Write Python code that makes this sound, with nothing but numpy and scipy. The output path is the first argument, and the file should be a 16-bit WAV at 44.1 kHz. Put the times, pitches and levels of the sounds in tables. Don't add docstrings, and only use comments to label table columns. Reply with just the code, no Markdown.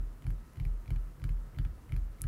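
import sys
import numpy as np
from scipy import signal
from scipy.io import wavfile

SR = 44100
rng = np.random.default_rng(int(sys.argv[2]) if len(sys.argv) > 2 else 0)


def waveform_to_disk(signal):
    frames = np.transpose(np.atleast_2d(signal))
    scaled = np.clip(frames, -1, 1) * 32767
    samples = np.round(scaled).astype(np.int16)
    wavfile.write(sys.argv[1], SR, samples)


N = 100151
PAD = 8192

# push time [t/s], push [level/dB], tick peak before the sheen [level/dB],
# sheen against the tick [level/dB]
TAPS = [(-0.0627, 2.5, -40, -13), (-0.0099, -10, -29, -3), (0.2229, -12, -50.5, -4),
        (0.244, -5.6, -50.5, -10.8), (0.2672, 1.5, -40, -7.4), (0.3053, -5.5, -44, -4),
        (0.558, -20, -52.5, -15), (0.5725, -7.5, -49, -9), (0.5996, -1, -39, -9.7),
        (0.6516, -0.5, -44.5, -5.5), (0.8595, -11, -53, -4), (0.8798, -8, -48, -13.0),
        (0.906, 1.8, -38.5, -5), (0.9609, -6, -45.5, -11), (1.199, -11, -56.4, 1),
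        (1.2186, -8.5, -50.5, -19), (1.241, 1.2, -37.5, -5.5), (1.2925, -3.0, -43.5, -6),
        (1.5476, -12.5, -55.1, -11), (1.5649, -7, -51.2, -15), (1.5871, 2.5, -37.5, -11.5),
        (1.6505, -3, -42.5, -12.7), (1.8671, -14, -63, -4.8), (1.8947, -10.5, -50.5, -7.0),
        (1.9222, 1.3, -39, -5.5), (1.9644, -2.5, -42, -4.8), (2.1858, -12, -54, -13), (2.2124, -9, -49, 1),
        (2.2405, 0, -39, -5)]
CONTACT_S = [0.01183, 0.00747, 0.00765, 0.00811]
TICK_LEAD_S = [0.00063, .0015, .0005, 0.00062]
SECOND_TOUCH_S = [.002, .002, .00135, .0024]
# [f/Hz], [level/dB], time to fade by 60 dB [t/s], direction [+1 or -1]
DESK = [(29.1, -38.5, 0.66, 1), (40.07, -18, 0.48, -1), (43.55, -21.5, 0.29, 1), (66.12, -30, 0.47, 1),
        (81.9, -42.5, 0.48, 1), (103.4, -21.5, 0.1, 1), (132.3, -37.5, .33, 1), (152.65, -19, 0.18, -1),
        (218.9, -26, 0.31, 1), (267.6, -18, 0.12, 1), (299.3, -16.5, 0.22, -1), (370.5, -11.5, 0.1, -1)]
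# [f/Hz], [level/dB], time to fade by 60 dB [t/s]
SURFACE = [(1344, -10, 0.0024), (1800, -2, 0.0021), (2305, 2, 0.0086), (3010, -7.5, 0.0039),
           (4180, -8, 0.0032), (4900, -13, 0.0013)]
# [f/Hz], [level/dB], time to fade by 60 dB [t/s]
SHEEN = [(6700, -11, 0.0012), (9000, -13, 0.0029), (10980, -2.5, 0.0016), (14000, -18.5, .002)]
# start [t/s], tick [level/dB], sheen against the tick [level/dB]
BRUSHES = [(0.5338, -56.5, 3.5), (1.9406, -49, -10)]
# [f/Hz], [level/dB], time to fade by 60 dB [t/s]
CLICK = [(4500, -14, 0.0024), (7150, -26, 0.0024), (8800, 0, 0.0033), (9700, 5.5, 0.0037),
         (10200, 10, 0.0045), (11490, -11, 0.0085), (13900, -9, 0.0022)]
# [f/Hz], relative level per Hz [level/dB]
HISS = [(35, -31.5), (60, -7), (98, -7), (244, -0.5), (417, -8.5), (553, -8.5), (698, -16.5), (1310, -14),
        (2580, -26), (2840, -28.5), (4420, -29.5), (14600, -31), (16000, -34)]
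# [f/Hz], rms [level/dB]
FAN = [(929, -82), (1013, -83.5), (1097, -94.5), (1182, -89), (1297, -77.5)]

STAND_CUT_HZ, MIC_BASS_CUT_HZ = 173.7, 51.9
RUMBLE_DB, RUMBLE_CUT_HZ = -54.5, 129
SECOND_TOUCH_DB, SCRUB_DB = -1, -16.5
TICK_SPREAD_DB = -1
TICK_ROOM_DB, ROOM_T60_S = -7, 0.094
ROOM_RISE_S = 0.0048
CLICK_S, CLICK_DB = 2.2182, -18
CLICK_THIN_HZ = 5000
CLICK_BOUNCE_S, CLICK_BOUNCE_DB = 0.0017, -17
CLICK_TAIL_DB, CLICK_TAIL_T60_S = -18, 0.095
HISS_DB, HISS_PATCHY_DB = -60, 1.0
FAN_WIDTH_HZ = 5.9
TOP_STOP_HZ = 16300


def from_db(db):
    return 10 ** (np.asarray(db) / 20)


def rms_one(x):
    return x / np.sqrt(np.mean(x ** 2) + 1e-20)


def cut(sound, order, hz, kind):
    return signal.sosfilt(signal.butter(order, hz, kind, fs=SR, output="sos"), sound)


def ring(force, hz, t60):
    r = from_db(-60 / (t60 * SR))
    w = 2 * np.pi * hz / SR
    return signal.lfilter([0, np.sin(w)], [1, -2 * r * np.cos(w), r * r], force + 1e-18)


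def add(track, s, shape):
    i = PAD + int(s * SR)
    track[i:i + len(shape)] += shape[:len(track) - i]


def drift(hz):
    r = np.exp(-2 * np.pi * hz / SR)
    wander = signal.lfilter([1], [1, -2 * r, r * r], rng.standard_normal(N + PAD))
    return rms_one(wander[PAD:])


def finger(k):
    return (k + 2) % 4


def strike(modes, burst, spread_db):
    force = np.r_[burst, np.zeros(2646 - len(burst))]
    out = 0
    for hz, db, t60 in modes:
        gain = from_db(db + spread_db * rng.standard_normal())
        out = out + gain * ring(force, hz, t60)
    return out / np.abs(out).max()


def tail(sound, t60):
    s = np.arange(8820) / SR
    fade = from_db(-60 * s / t60)
    rise = np.minimum(s / ROOM_RISE_S, 1)
    echoes = rng.standard_normal(len(s)) * fade * rise
    echoes = echoes / np.sqrt(np.sum(echoes ** 2))
    return signal.fftconvolve(sound, echoes)[:len(sound)]


def thumps():
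    force = np.zeros(PAD + N)
    for k, (s, push_db, _, _) in enumerate(TAPS):
        push = np.sin(np.linspace(0, np.pi, int(CONTACT_S[finger(k)] * SR)))
        add(force, s, from_db(push_db) * push / push.sum())
    tremor = rng.standard_normal(PAD + N)
    both = np.stack([force, tremor])
    desk = 0
    for hz, db, t60, way in DESK:
        desk = desk + np.sign(way) * from_db(db) * ring(both, hz, t60)
    desk = cut(desk, 2, STAND_CUT_HZ, "low")
    desk = cut(desk, 2, MIC_BASS_CUT_HZ, "high")
    rumble = cut(desk[1], 4, RUMBLE_CUT_HZ, "low")[PAD:]
    return desk[0, PAD:] + from_db(RUMBLE_DB) * rms_one(rumble)


def ticks():
    touches = []
    for k, (s, _, db, bright_db) in enumerate(TAPS):
        if s > 0:
            touches.append((s - TICK_LEAD_S[finger(k)], db, bright_db, SECOND_TOUCH_S[finger(k)]))
    for s, db, bright_db in BRUSHES:
        touches.append((s, db, bright_db, SECOND_TOUCH_S[0]))

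    out = np.zeros(PAD + N)
    for s, db, bright_db, gap_s in touches:
        scrub = rng.standard_normal(441)[:int(gap_s * SR) + 1]
        burst = from_db(SCRUB_DB) * scrub
        burst[[0, -1]] = 1, from_db(SECOND_TOUCH_DB)
        body = strike(SURFACE, burst, TICK_SPREAD_DB)
        sheen = from_db(bright_db) * strike(SHEEN, burst, TICK_SPREAD_DB)
        add(out, s, from_db(db) * (body + sheen))
    return (out + from_db(TICK_ROOM_DB) * tail(out, ROOM_T60_S))[PAD:]


def click():
    out = np.zeros(PAD + N)
    snap = from_db(CLICK_DB) * cut(strike(CLICK, np.ones(1), 0), 2, CLICK_THIN_HZ, "high")
    add(out, CLICK_S, snap)
    add(out, CLICK_S + CLICK_BOUNCE_S, from_db(CLICK_BOUNCE_DB) * snap)
    return (out + from_db(CLICK_TAIL_DB) * tail(out, CLICK_TAIL_T60_S))[PAD:]


def hiss():
    edges = 45 * 2 ** np.arange(0, 8.9, 0.5)
    white = rng.standard_normal((2, N + PAD))
    hz, db = np.transpose(HISS)
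    out = 0
    for k, (low, high) in enumerate(zip(edges, edges[1:])):
        band = cut(white[k % 2], 2, [low, high], "band")[PAD:]
        log_middle = np.log(low * high) / 2
        band_db = np.interp(log_middle, np.log(hz), db)
        out = out + from_db(band_db + HISS_PATCHY_DB * drift(20)) * band
    return from_db(HISS_DB) * rms_one(out)


def fan():
    t60 = np.log(1000) / np.pi / FAN_WIDTH_HZ
    out = 0
    for hz, db in FAN:
        tone = ring(rng.standard_normal(N + PAD), hz, t60)[PAD:]
        out = out + from_db(db) * rms_one(tone)
    return out


def scene():
    return (thumps() + ticks() + click() + hiss() + fan())[None]


def record(dry):
    return signal.sosfilt(signal.cheby2(16, 60, TOP_STOP_HZ, fs=SR, output="sos"), dry)


dry = scene()
out = record(dry)
waveform_to_disk(out)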